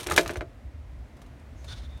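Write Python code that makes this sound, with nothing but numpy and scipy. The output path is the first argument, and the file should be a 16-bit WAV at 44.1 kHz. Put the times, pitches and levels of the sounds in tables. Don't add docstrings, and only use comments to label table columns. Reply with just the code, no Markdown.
import sys
import numpy as np
from scipy import signal
from scipy.fft import rfft, irfft, next_fast_len
from scipy.io import wavfile
from scipy.ndimage import map_coordinates

SR = 44100
rng = np.random.default_rng(int(sys.argv[2]) if len(sys.argv) > 2 else 0)


def master(y):
    cut = np.clip(np.atleast_2d(y).T, -1, 1)
    pcm = np.round(cut * 32767)
    wavfile.write(sys.argv[1], SR, pcm.astype(np.int16))


N = 88200

# time_s, level_db
SCRAPE_ENVELOPE = [(0, -40.5), (.045, -45), (.056, -48), (.068, -40.5), (.125, -28.5), (.155, -36),
                   (.21, -36), (.25, -45.5), (.31, -38.5), (.39, -52.5), (.44, -61)]
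# frequency_hz, gain_db
SCRAPE_EQ = [(90, -10), (165, 2), (240, -15), (350, 10), (520, -5.5), (700, -5), (1300, -10), (3000, -17),
             (9000, -34), (15000, -44.5)]
# time_s, level_db
RUMBLE_ENVELOPE = [(0.0, -49.5), (0.15, -32), (0.21, -50), (0.28, -32), (0.36, -47), (0.38, -29.5),
                   (0.41, -39), (0.62, -47), (0.68, -35), (0.71, -55), (0.75, -39.5), (0.98, -40),
                   (1.01, -35.5), (1.11, -56), (1.15, -42), (1.19, -63), (1.25, -40), (1.34, -50),
                   (1.74, -35.5), (1.92, -39.5), (1.97, -33.5), (2.0, -74)]
# frequency_hz, gain_db
RUMBLE_EQ = [(20, -28), (33, -11), (48, 1), (70, 2.5), (95, -4.5), (130, -13), (200, -30), (400, -51)]
# time_s, level_db
AIR_ENVELOPE = [(0, -52), (.8, -54.5), (1.2, -52.5), (1.6, -52.5), (2, -51.5)]
# frequency_hz, gain_db
AIR_EQ = [(60, -18), (120, 2), (180, -9.5), (250, -1), (400, -12), (620, -9.5), (850, -15.5), (1300, -19),
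          (2000, -19.5), (3200, -28), (5000, -33), (9000, -38.5), (16000, -45.5)]
# frequency_hz, t60_s
ROOM_DECAY = [(150, 0.2), (600, 0.16), (1500, 0.096), (4000, 0.063), (12000, 0.098)]
# start_s, level_db, ring_t60_s
CATCH_CLICKS = [(.0005, -36, 0.15), (.0073, -38, 0.074), (0.03, -35.5, 0.089), (0.041, -39, 0.034),
                (0.0698, -27, 0.032), (0.0996, -28, 0.021), (.108, -31, 0.1), (0.12, -25.5, .05),
                (.135, -33, .04), (0.14, -31.5, 0.032), (0.1624, -21, 0.08), (0.1705, -28, 0.2),
                (0.2094, -30, 0.038), (0.231, -36.5, .04), (0.249, -45, 0.031), (0.2771, -31, 0.039),
                (.308, -37, 0.031), (.315, -45, 0.016), (.3345, -44, .04), (0.341, -47, 0.027),
                (0.37, -42, .06)]
# frequency_hz, gain_db
CLICK_EQ = [(200, -15), (1000, -1.5), (2600, -1), (3500, 1), (4800, -4), (6200, -0.5), (7500, -7),
            (9200, -1), (10300, -11), (11300, -4.5), (13000, -14.5), (15500, -17.5)]
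# start_s, level_db, pitch_hz, clack_t60_s, boom_db, ring_db, crack_db
CHANGER_KNOCKS = [(0.0645, -28, 1670, 0.0054, 4, -11, 6), (0.0885, -27, 1500, .015, 3.5, 1, -4),
                  (.1131, -13, 1274, .028, -6.5, -0.5, -9.5), (0.178, -1, 1710, 0.014, 0.5, 1.5, 0),
                  (.2607, -19.5, 1250, .011, -4, -11, -4), (0.2945, -15, 1620, 0.0063, -1, -11, -11),
                  (0.358, -18.5, 1500, 0.0048, 0.5, -10, -9), (.4094, -17, 1510, 0.0054, 0.5, -11, -18.5)]
# pitch_ratio, gain_db
CLACK_PARTIALS = [(1, 0.5), (1.39, -5.5), (0.68, -13)]
# delay_s, gain_db
CLACK_CONTACTS = [(0, -1), (.0058, -14), (.0092, -15.5)]
# frequency_hz, gain_db
CRACK_EQ = [(200, -30.5), (700, -5), (1500, -5.5), (2400, 3.5), (3400, -5.5), (4100, -1.5), (5000, -6.5),
            (6200, -5), (9000, -14.5), (15000, -26)]
# frequency_hz, gain_db
THUMP_EQ = [(100, -19.5), (165, -22), (240, -8.5), (350, 6.5), (490, -6.5), (640, -4.5), (850, -6.5),
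            (1600, -6), (2500, -16.5), (4000, -32.5), (9000, -42), (15000, -64)]
# pitch_hz, gain_db, t60_s
CASE_MODES = [(165.6, -15, 0.26), (314.6, 1.5, 0.1), (364, 2, 0.1), (432, -4.5, 0.11), (551, -13.5, 0.31),
              (618.6, 4, 0.099), (673.4, -7, 0.27), (939, -23, 0.062), (1052, -13, 0.046),
              (1519, -0.5, 0.063), (1656, 3, 0.042), (2072, 1, .055), (2380, -2, 0.022), (2884, -19, .06),
              (2900, -13, .06), (3830, -7.5, 0.091), (3990, -21, .05)]
# start_s, level_db
PLASTIC_TICKS = [(1.1672, -58), (1.2162, -50.5), (1.262, -59), (1.395, -61), (1.643, -47.5), (1.973, -57)]
# frequency_hz, gain_db
TICK_EQ = [(200, -15), (600, 13.5), (1400, 0), (3500, -0.5), (7000, -4.5), (9500, -5.5), (13000, -14),
           (15500, -20)]
# time_s, level_db
RUB_ENVELOPE = [(1.5, -84.5), (1.58, -72), (1.6775, -59.5), (1.681, -48.5), (1.728, -45), (1.752, -56),
                (1.786, -50), (1.814, -60), (1.848, -56.5), (1.886, -72), (1.902, -64), (2.0, -74)]
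# frequency_hz, gain_db
RUB_EQ = [(300, -1), (1400, -3.5), (2700, -5.5), (3600, 3), (4500, -3), (6300, -6), (7800, -15.5),
          (9200, -10), (12000, -29.5), (15500, -30)]
# centre_hz, width_hz, gain_db
RUB_RESONANCES = [(1456, 200, -8), (3600, 300, -7.5), (4300, 400, -15)]
# start_s, length_s, pitch_hz, level_db
RUB_SQUEAKS = [(1.678, 0.066, 3590, -47), (1.68, .055, 4310, -53.5), (1.69, 0.062, 1460, -51),
               (1.82, 0.052, 3560, -57.5), (1.887, .13, 3580, -61.5)]
# time_s, level_db
BRUSH_ENVELOPE = [(1.54, -95), (1.575, -68), (1.63, -68), (1.68, -65), (1.72, -95)]


def amp(db):
    return 10 ** (np.asarray(db) / 20)


def unit(x):
    return x / np.sqrt(np.mean(x ** 2) + 1e-20)


def along(points, hz):
    frequencies, values = np.transpose(points)
    return np.interp(np.log(hz + 1), np.log(frequencies + 1), values)


def envelope(points):
    return amp(np.interp(np.arange(N) / SR, *np.transpose(points)))


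def filtered(x, response):
    padded = next_fast_len(len(x) + 8192)
    return irfft(rfft(x, padded) * response(np.fft.rfftfreq(padded, 1 / SR)), padded)[:len(x)]


def noise(eq, size):
    return unit(filtered(rng.standard_normal(size), lambda hz: amp(along(eq, hz))))


def resonant_noise(centre_hz, width_hz):
    def bandpass(hz):
        return 1j * hz * width_hz / (centre_hz ** 2 - hz * hz + 1j * hz * width_hz)
    return unit(filtered(rng.standard_normal(N), bandpass))


def attack(t, rise_s):
    return 1 - np.exp(-t / rise_s)


def fade(t, t60_s):
    return np.exp(-np.log(1000) * t / t60_s)


def wobble(knots_per_s, size):
    position = np.arange(size) * knots_per_s / SR
    return map_coordinates(rng.standard_normal(4096), [position], mode="wrap")


def add(track, start_s, sound):
    part = track[max(0, round(start_s * SR)):][:len(sound)]
    part += sound[:len(part)]


def in_room(dry_hit, wet_db=-11.5, predelay_s=0.006):
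    hz, t, spectrum = signal.stft(rng.standard_normal(SR // 2), SR, nperseg=256)
    tail = signal.istft(spectrum * fade(t, along(ROOM_DECAY, hz)[:, None]), SR)[1]
    wet = signal.fftconvolve(dry_hit, tail / np.linalg.norm(tail))
    out = dry_hit.copy()
    add(out, predelay_s, amp(wet_db) * wet)
    return out


def friction(eq, slips_per_s, hiss_gain):
    slips = unit((rng.random(N) < slips_per_s / SR) * rng.standard_normal(N))
    hiss = hiss_gain * rng.standard_normal(N)
    return unit(filtered(slips + hiss, lambda hz: amp(along(eq, hz))))


def changer_scrape():
    moving = np.arange(N) / SR < SCRAPE_ENVELOPE[-1][0]
    return moving * envelope(SCRAPE_ENVELOPE) * friction(SCRAPE_EQ, slips_per_s=900, hiss_gain=0.7)


def handling_rumble(evenness=0.35, low_cut_hz=36, high_cut_hz=170):
    def bass_band(hz):
        return hz ** 4 / (hz ** 4 + low_cut_hz ** 4) / (1 + (hz / high_cut_hz) ** 4)
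    rumble = noise(RUMBLE_EQ, N)
    compressed = unit(rumble / (np.abs(signal.hilbert(rumble)) + 0.2) ** evenness)
    return filtered(envelope(RUMBLE_ENVELOPE) * compressed, bass_band)


def room_air():
    return envelope(AIR_ENVELOPE) * noise(AIR_EQ, N)


def catch_clicks(spike_db=6, spike_t60_s=0.0085, ring_db=-4):
    out, t = np.zeros(N), np.arange(SR // 3) / SR
    for start_s, level_db, ring_t60_s in CATCH_CLICKS:
        decay = amp(spike_db) * fade(t, spike_t60_s) + amp(ring_db) * fade(t, ring_t60_s)
        click = attack(t, rise_s=0.001) * decay * noise(CLICK_EQ, len(t))
        add(out, start_s, amp(level_db) * in_room(click))
    return out


def changer_knocks(crack_mix_db=-14.5, clack_mix_db=-2, thump_mix_db=-11, thump_delay_s=0.004):
    out, t = np.zeros(N), np.arange(SR // 2) / SR
    for start_s, level_db, pitch_hz, clack_t60_s, boom_db, ring_db, crack_db in CHANGER_KNOCKS:
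        hit = amp(crack_mix_db + crack_db) * fade(t, t60_s=0.067) * noise(CRACK_EQ, len(t))
        clack = sum(amp(db) * fade(t, clack_t60_s / ratio) * np.sin(2 * np.pi * pitch_hz * ratio * t)
                    for ratio, db in CLACK_PARTIALS)
        for delay_s, contact_db in CLACK_CONTACTS:
            add(hit, delay_s, amp(clack_mix_db + contact_db) * attack(t, rise_s=0.0001) * clack)
        thump = attack(t, rise_s=0.0051) * fade(t, t60_s=0.046) * noise(THUMP_EQ, len(t))
        add(hit, thump_delay_s, amp(thump_mix_db + boom_db) * thump)
        add(out, start_s, amp(level_db) * (in_room(hit) + case_ring(t, boom_db, ring_db)))
    return out


def case_ring(t, boom_db, ring_db, mix_db=-17.5, scatter_db=1):
    boom_below_hz, boom_delay_s, build_cycles = 900, 0.0018, 1.15
    out = np.zeros(len(t))
    for pitch_hz, gain_db, t60_s in CASE_MODES:
        delay_s, drive_db = (boom_delay_s, boom_db) if pitch_hz < boom_below_hz else (0, ring_db)
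        mode = attack(t, build_cycles / pitch_hz) * fade(t, t60_s) * np.sin(2 * np.pi * pitch_hz * t)
        add(out, delay_s, amp(mix_db + gain_db + drive_db + rng.normal(0, scatter_db)) * mode)
    return out


def plastic_ticks():
    out, t = np.zeros(N), np.arange(SR // 3) / SR
    shape = 2 * attack(t, rise_s=0.002) * fade(t, t60_s=0.042)
    for start_s, level_db in PLASTIC_TICKS:
        add(out, start_s, amp(level_db) * in_room(shape * noise(TICK_EQ, len(t))))
    return out


def finger_rub():
    hiss = friction(RUB_EQ, slips_per_s=9000, hiss_gain=1.3)
    rings = sum(amp(db) * resonant_noise(hz, width_hz) for hz, width_hz, db in RUB_RESONANCES)
    rub = envelope(RUB_ENVELOPE) * unit(hiss + rings) + finger_squeaks()
    brush = envelope(BRUSH_ENVELOPE) * resonant_noise(centre_hz=6340, width_hz=690)
    return rub + brush


def finger_squeaks(pitch_waver=0.025, knots_per_s=600, flutter_db=3.1, edge_s=0.006):
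    out = np.zeros(N)
    for start_s, length_s, pitch_hz, level_db in RUB_SQUEAKS:
        t = np.arange(int(length_s * SR)) / SR
        wavering_hz = pitch_hz * (1 + pitch_waver * wobble(knots_per_s, len(t)))
        gate = np.clip(np.minimum(t, length_s - t) / edge_s, 0, 1)
        gain = amp(level_db + flutter_db * wobble(knots_per_s / 2, len(t)))
        add(out, start_s, gate * gain * np.sin(2 * np.pi * np.cumsum(wavering_hz) / SR))
    return out


def scene():
    mechanism = changer_knocks() + catch_clicks() + changer_scrape()
    touches = plastic_ticks() + finger_rub()
    background = handling_rumble() + room_air()
    return (mechanism + touches + background)[None]


def record(dry):
    cutoff_hz = 15900
    return filtered(dry[0], lambda hz: hz < cutoff_hz)[None]


dry = scene()
out = record(dry)
master(out)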